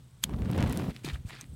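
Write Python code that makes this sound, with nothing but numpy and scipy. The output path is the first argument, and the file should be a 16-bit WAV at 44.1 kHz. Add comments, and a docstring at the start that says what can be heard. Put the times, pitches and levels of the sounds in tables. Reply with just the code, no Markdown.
"""Ring of fuel catching on dry soil

Outdoors, one handheld microphone. A lighter clicks, the vapour catches and the flame front runs
round the ring with a low, fluttering whoosh and a few crackles. The person holding the microphone
steps back, crunching and scuffing over the dirt, with soft handling bumps and a low rumble.
Behind it all lie quiet air and the faint, high trill of a far insect's wings."""
import sys
import numpy as np
from scipy import signal
from scipy.fft import rfft, irfft
from scipy.io import wavfile
from scipy.ndimage import uniform_filter1d

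SR = 44100
rng = np.random.default_rng(int(sys.argv[2]) if len(sys.argv) > 2 else 0)


def unload_audio(sound):
    """Save the sound as a 16-bit wav file, at the path given as the first command line argument."""
    columns = np.transpose(np.atleast_2d(sound))
    # keep every value between -1 and 1, then stretch to whole-number steps
    steps = np.round(np.clip(columns, -1, 1) * 32767)
    wavfile.write(sys.argv[1], SR, steps.astype(np.int16))


N = 68355
T = np.arange(N) / SR
BIN_HZ = np.arange(N + 1) * SR / (2 * N)


def from_db(db):
    """Decibels to gain."""
    return 10 ** (np.asarray(db) / 20)


def unit_rms(x):
    """Scale to an rms of 1."""
    return x / np.sqrt(np.mean(x ** 2) + 1e-20)


def steady(x, samples):
    """Hold the running rms near 1."""
    return x / np.sqrt(uniform_filter1d(x ** 2, size=samples))


def white():
    """White noise."""
    return rng.standard_normal(N)


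def drift(rate_hz):
    """Random wander, mostly slower than rate_hz; rms 1."""
    spectrum = rfft(rng.standard_normal(2 * N)) / (1 + (BIN_HZ / rate_hz) ** 2)
    return unit_rms(irfft(spectrum)[:N])


def colour(x, spectrum):
    """Give a signal a smooth spectrum that falls away below its lowest point; rms 1."""
    hz, db = np.transpose(spectrum)
    f = np.maximum(BIN_HZ, 1)
    gain = from_db(np.interp(np.log(f), np.log(hz), db)) * np.minimum(f / hz[0], 1) ** 2
    return unit_rms(irfft(rfft(x, 2 * N) * gain)[:N])


def resonate(x, hz, width_hz):
    """One resonance with gain 1 at its peak."""
    r = np.exp(-np.pi * width_hz / SR)
    feedback = [1, -2 * r * np.cos(2 * np.pi * hz / SR), r * r]
    return signal.lfilter(np.array([1, 0, -1]) * (1 - r * r) / 2, feedback, x + 1e-18)


def decay(start, fall_s):
    """Sudden onset, exponential fall."""
    return (T >= start) * np.exp(-np.clip((T - start) / fall_s, 0, 60))


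def ring(start, modes):
    """A struck body: damped sines of alternating sign."""
    out = np.zeros(N)
    for k, (hz, db, t60) in enumerate(modes):
        envelope = from_db(db) * decay(start, t60 / np.log(1000))
        out += (-1) ** k * envelope * np.sin(2 * np.pi * hz * (T - start))
    return out


def grains(per_s, spread_db):
    """Random clicks of uneven size."""
    sizes = from_db(spread_db * np.minimum(rng.exponential(1, N), 4))
    return (rng.random(N) < per_s / SR) * sizes * rng.choice([-1, 1], N)


# Open air around the microphone: frequency_hz, density_db
AIR_SPECTRUM = [(200,-20),(450,-15),(1000,-8.5),(2500,-14),(3400,-10),(5000,-16),(9000,-17.5),(16000,-26)]
def air():
    """Still air, heard as a faint, even hiss."""
    return from_db(-69) * colour(white(), AIR_SPECTRUM)


def insect():
    """A far insect: chirps of uneven wing strokes, each stroke falling in pitch."""
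    strokes_per_s, chirps_per_s, fall_hz, pitches_hz = 125, 29, 700, (8150, 9800)
    stroke_phase = (np.cumsum(strokes_per_s * (1 + 0.2 * drift(30))) / SR) % 1
    fall = fall_hz * (stroke_phase - 0.5)
    low, high = [np.sin(2 * np.pi * np.cumsum(hz - fall) / SR + 0.9 * drift(400)) for hz in pitches_hz]
    swell_db = 70 * np.maximum(T - 1.4, 0)  # louder at the very end
    chirp_db = 5 * np.sin(2 * np.pi * chirps_per_s * T + drift(10))
    uneven_db = 3 * np.clip(drift(45), -2, 1)
    level = from_db(-73.5 + swell_db + chirp_db + uneven_db) * np.sin(np.pi * stroke_phase)
    return level * (low + from_db(-7) * high)


# Rumble of the hand, right on the microphone: frequency_hz, density_db
HAND_SPECTRUM = [(25,-26),(55,4),(85,-12.5),(125,6),(180,-8.5),(300,-20),(600,-29.5),(1500,-47.5)]
# Its course as the hand moves: time_s, level_db
HAND_LEVEL = [(0,-51),(.1,-55),(.22,-53.5),(1.0,-52),(1.07,-38.5),(1.2,-47.5),(1.29,-50.5),(1.42,-53),(1.55,-46)]
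# Footfalls and knocks reaching the microphone: start_s, level_db, pitch_hz, rise_s
HAND_BUMPS = [(.012,-52.5,59.8,0.0105),(0.124,-49,65.4,0.0095),(0.236,-36.5,147.4,0.0017),(.918,-48,198,0.0064),(1.045,-28,283,0.0018),(1.074,-37,343,0.0035),(1.086,-48,139.8,0.014),(1.122,-27,64,0.012),(1.18,-37,76.5,0.01),(1.249,-25.5,98,0.0032),(1.431,-47,266,0.0044),(1.487,-39,77,0.014),(1.531,-39,141.4,0.00217)]
def handling():
    """Damped low bumps over the rumble of the moving hand."""
    rumble = steady(colour(white(), HAND_SPECTRUM), samples=3000)
    out = rumble * from_db(np.interp(T, *np.transpose(HAND_LEVEL)))
    for start, db, hz, rise in HAND_BUMPS:
        age = np.maximum(T - start, 0)
        envelope = (age / rise * np.exp(1 - age / rise)) ** 1.27
        out += from_db(db) * envelope * np.sin(2 * np.pi * hz * age)
    return out


# Dry soil and its grit, underfoot: frequency_hz, density_db
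SOIL_SPECTRUM = [(220,-0.5),(450,-5),(900,-3.5),(1500,-1.5),(2300,1),(3200,-4.5),(4200,-5),(6000,-17.5),(10000,-23),(16000,-43.5)]
GRIT_SPECTRUM = [(1500,-6),(4000,-1.5),(8000,1),(12000,-6),(16000,-13)]
# A shoe below the microphone: start_s, attack_s, hold_s, release_s, level_db, grit_offset_db
SHOE_SCUFFS = [(0.89,0.011,0.01,0.016,-52,-2),(0.939,0.0092,0.011,0.087,-56.5,2),(1.032,0.006,0.0054,0.019,-56,4),(1.044,0.002,0.023,0.037,-44.5,1),(1.076,0.0084,0.0098,0.075,-47.5,-7),(1.125,0.012,0.0059,0.042,-56,4),(1.251,0.035,0.0134,0.044,-54.5,5.5),(1.287,0.036,0.012,0.055,-50,-23),(1.334,0.0077,0.015,0.092,-55.5,-8),(1.379,0.0117,0.0183,0.051,-58,3)]
def scuffs():
    """The sole grinds soil in shifting patches of pitch and crushes bright grit."""
    edges_hz = np.geomspace(200, 16000, num=14)
    crumbs = grains(per_s=6000, spread_db=2)
    patches = np.zeros(N)
    for band in zip(edges_hz, edges_hz[1:]):
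        bandpass = signal.butter(1, band, "band", fs=SR, output="sos")
        patches += signal.sosfilt(bandpass, crumbs) * from_db(3.5 * drift(38))
    soil = colour(patches, SOIL_SPECTRUM)
    grit = colour(grains(per_s=2400, spread_db=0.5), GRIT_SPECTRUM)
    out = np.zeros(N)
    for start, attack, hold, release, db, grit_db in SHOE_SCUFFS:
        press = np.clip((T - start) / attack, 0, 1)
        lift_db = -20 * np.maximum(T - start - attack - hold, 0) / release
        out += from_db(db + lift_db) * press * (soil + from_db(grit_db - 8) * grit)
    chatter_db = 2 * drift(200)
    return out * from_db(chatter_db)


# Stones under the same shoe: start_s, length_s, level_db, from_hz, to_hz
STONE_SCRAPES = [(1.051,.018,-46,3700,4200),(1.085,0.0282,-46.5,2350,1807),(1.135,.017,-50.5,2900,3310),(1.153,0.0087,-45.5,1680,1550),(1.388,.016,-54.5,1300,1540)]
def scrapes():
    """Stones dragged under the sole ring in a narrow, sliding band."""
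    out = np.zeros(N)
    for start, length, db, from_hz, to_hz in STONE_SCRAPES:
        phase = 2 * np.pi * np.cumsum(np.interp(T, [start, start + length], [from_hz, to_hz])) / SR
        press = np.sqrt(np.abs(np.sin(np.pi * np.clip((T - start) / length, 0, 1))))
        chatter_db, jitter_rad = 2 * drift(225), 1.34 * drift(258)
        out += from_db(db + chatter_db) * press * np.sqrt(2) * np.sin(phase + jitter_rad)
    return out


# A twig on the ground, late in the step back: start_s, level_db
TWIG_CRACKS = [(1.4111,-29.5),(1.415,-38)]
# Its dry wood: pitch_hz, relative_db, t60_s
WOOD_MODES = [(3780,-11.5,0.0094),(5920,-1.5,0.0048),(6500,-3,0.0076),(7700,-6.5,.005),(8560,-5,0.0059),(12600,-8,.002)]
def twig():
    """A dry twig breaks in two quick steps, each ringing its modes."""
    return sum(from_db(db) * ring(start, WOOD_MODES) for start, db in TWIG_CRACKS)


# Dry stalks and grit on the ground around: start_s, peak_db, centre_hz
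STALK_SNAPS = [(0.295,-31.5,830),(0.295,-41,5000),(0.338,-34.5,890),(0.363,-45,3500),(0.4205,-33.5,1070),(0.449,-37.5,1200),(.502,-31,880),(0.5145,-28.5,10100),(.533,-30.5,2000),(0.579,-33,8000),(0.5875,-29,1080),(0.606,-27.5,3300),(0.6265,-20.5,1860),(.627,-30,9150),(0.640,-37,8000),(0.676,-35,10000),(.697,-30.5,6950),(0.7262,-22,11000),(0.732,-28.5,2200),(.774,-21.5,7000),(0.798,-27.5,700),(.964,-29.5,2230),(1.0472,-30.5,2500),(1.050,-29.5,6450),(1.067,-31.5,870),(1.078,-31,800),(1.0874,-27.5,1900),(1.442,-40.5,2010)]
def snaps():
    """Stalks and grit snap in sharp, broad cracks with a faint tail off the ground."""
    out = np.zeros(N)
    for start, db, hz in STALK_SNAPS:
        burst = white() * (decay(start, fall_s=0.00046) + from_db(-14) * decay(start, fall_s=0.0046))
        burst[int(start * SR)] = from_db(16.5)  # the sharp leading edge
        lowpass = signal.butter(1, min(hz * 3.7, 20000), fs=SR)
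        crack = signal.lfilter(*lowpass, resonate(burst, hz, width_hz=0.88 * hz))
        out += from_db(db) * crack / np.abs(crack).max()
    return out


# Dry litter in the flame's path; also colours the lighter's tail: frequency_hz, density_db
CRACKLE_SPECTRUM = [(500,1),(1200,-8),(3500,2),(6000,-8),(10000,-8.5),(16000,-13)]
def crackle():
    """Dry litter crackles, swelling and fading as the front passes."""
    passing_db = -75 * np.maximum(0.74 - T, 0) - 84 * np.maximum(T - 0.79, 0)
    return colour(grains(per_s=650, spread_db=0.5), CRACKLE_SPECTRUM) * from_db(-52.5 + passing_db)


# The lighter's body, near the microphone: pitch_hz, level_db, t60_s
CLICK_MODES = [(1680,-41,0.0066),(2260,-47.5,0.0049),(3255,-12,0.0082),(4633,-37,0.006),(6327,-22.5,0.006),(6739,-13.5,0.0064),(7800,-20.5,0.00925),(9480,-21.5,0.0091),(11770,-26,0.0116),(12950,-37,0.0098)]
# Its mechanism rubbing around the strike: peak_s, level_db, swell_s, fall_s
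MECHANISM_RASPS = [(0.2341,-42.5,0.004,.003),(0.238,-23,0.000577,0.00146),(0.2413,-34,0.00055,0.00317)]
# The colour of that rub: frequency_hz, density_db
RASP_SPECTRUM = [(550,-2),(1050,-6),(1500,1),(3200,-3),(5300,-1.5),(7000,-8.5),(9400,-2),(10600,-8.5),(12800,0.5),(16000,-15.5)]
def lighter():
    """The mechanism rasps, then one strike rings a body too small to radiate much bass."""
    strike_s = 0.2393
    rub = sum(from_db(db) * np.exp(-np.maximum((peak_s - T) / swell, (T - peak_s) / fall))
              for peak_s, db, swell, fall in MECHANISM_RASPS)
    tail = from_db(-44) * decay(strike_s, fall_s=0.012) * colour(white(), CRACKLE_SPECTRUM)
    click = ring(strike_s, CLICK_MODES) + rub * colour(white(), RASP_SPECTRUM) + tail
    return signal.sosfilt(signal.butter(2, 900, "high", fs=SR, output="sos"), click)


# Fine turbulence over the ring; also colours the flares' spit: frequency_hz, density_db
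RUSH_SPECTRUM = [(200,3.5),(450,0),(900,-2),(1800,-8),(3500,-15),(6000,-27),(10000,-33.5),(16000,-56)]
# Its course at the microphone: time_s, level_db
RUSH_COURSE = [(.25,-63),(.32,-56),(.39,-60),(.45,-48),(.51,-49.5),(.57,-43),(.60,-38.5),(.645,-42),(.70,-43),(.75,-49.5),(.805,-45),(.86,-48.5),(.905,-60),(.94,-84.5),(1.02,-69)]
def rush():
    """Fine turbulence in the flame makes a quickly fluttering rush."""
    noise = colour(white(), RUSH_SPECTRUM)
    flutter_db = 3.5 * drift(95)
    return noise * from_db(np.interp(T, *np.transpose(RUSH_COURSE)) + flutter_db)


# Pockets of vapour along the ring: centre_s, peak_db, half_width_ms
VAPOUR_FLARES = [(.343,-21,1.56),(.387,-25.5,2.7),(0.421,-25.5,1.92),(0.495,-25,1.64),(0.501,-24,1.266),(.577,-29,1.4),(0.599,-18,1.32),(.608,-25.5,1.2),(0.627,-20,0.93),(.637,-16,1.25),(0.661,-23,1.5),(0.699,-24,1.7),(0.799,-32.5,0.8),(0.889,-28,1.9)]
def flares():
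    """Each pocket flares up with one swing of pressure and a brief spit."""
    out = np.zeros(N)
    spit = from_db(-19) * colour(white(), RUSH_SPECTRUM)
    for centre_s, db, half_width_ms in VAPOUR_FLARES:
        offset = (T - centre_s) * 1000 / half_width_ms
        swing = -offset * np.exp((1 - offset ** 2) / 2)
        out += from_db(db) * (swing + spit * decay(centre_s, fall_s=0.0022))
    return out


# The flame front running round on the soil: time_s, vigour_db
BURN_COURSE = [(0.23, -43), (0.346, -34.5), (0.38, -34.5), (0.642, -25.5), (0.71, -29), (0.724, -32.5),
               (0.774, -27), (0.862, -31), (0.89, -27.5), (0.924, -44), (1.0, -56.5)]
# Its roar before it moves away from the microphone: frequency_hz, density_db
ROAR_SPECTRUM = [(35,-19),(50,-0.5),(70,2),(120,-1.5),(180,-1.5),(260,-7.5),(380,-16.5),(700,-25),(1500,-44),(4000,-55)]
def roar():
    """The burn drives a low roar, which loses its bass as the front moves away."""
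    full_burn_db, recede_s, bass_hz, bass_loss_db_per_s = -26.5, 0.52, 109.4, 48
    burn_db = np.interp(T, *np.transpose(BURN_COURSE)) - full_burn_db
    noise = steady(colour(white(), ROAR_SPECTRUM), samples=1500)
    bass = signal.sosfiltfilt(signal.butter(2, bass_hz, fs=SR, output="sos"), noise)
    bass_lost = 1 - from_db(-bass_loss_db_per_s * np.maximum(T - recede_s, 0))
    flutter_db = drift(44)
    return (noise - bass * bass_lost) * from_db(-27 + 0.97 * burn_db + flutter_db)


def flame():
    """The vapour catches: roar, rush and crackle set in, then die away after the burn."""
    lit_s, spent_s = 0.229, BURN_COURSE[-1][0]
    alight = np.clip((T - lit_s) / 0.021, 0, 1) * np.exp(-np.maximum(T - spent_s, 0) / 0.3)
    return alight * (roar() + rush() + crackle())


def scene():
    """Fire, footwork and background meet at one handheld microphone."""
    fire = lighter() + flame() + flares()
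    ground = snaps() + scuffs() + scrapes() + twig()
    return (fire + ground + handling() + insect() + air())[None]


def record(dry):
    """The microphone chain cuts the deepest bass and the very top."""
    low_cut_hz, high_cut_hz = 34, 16100
    dry = signal.sosfilt(signal.butter(5, low_cut_hz, "high", fs=SR, output="sos"), dry)
    return signal.sosfilt(signal.ellip(10, 0.2, 80, high_cut_hz, fs=SR, output="sos"), dry)


dry = scene()
out = record(dry)
unload_audio(out)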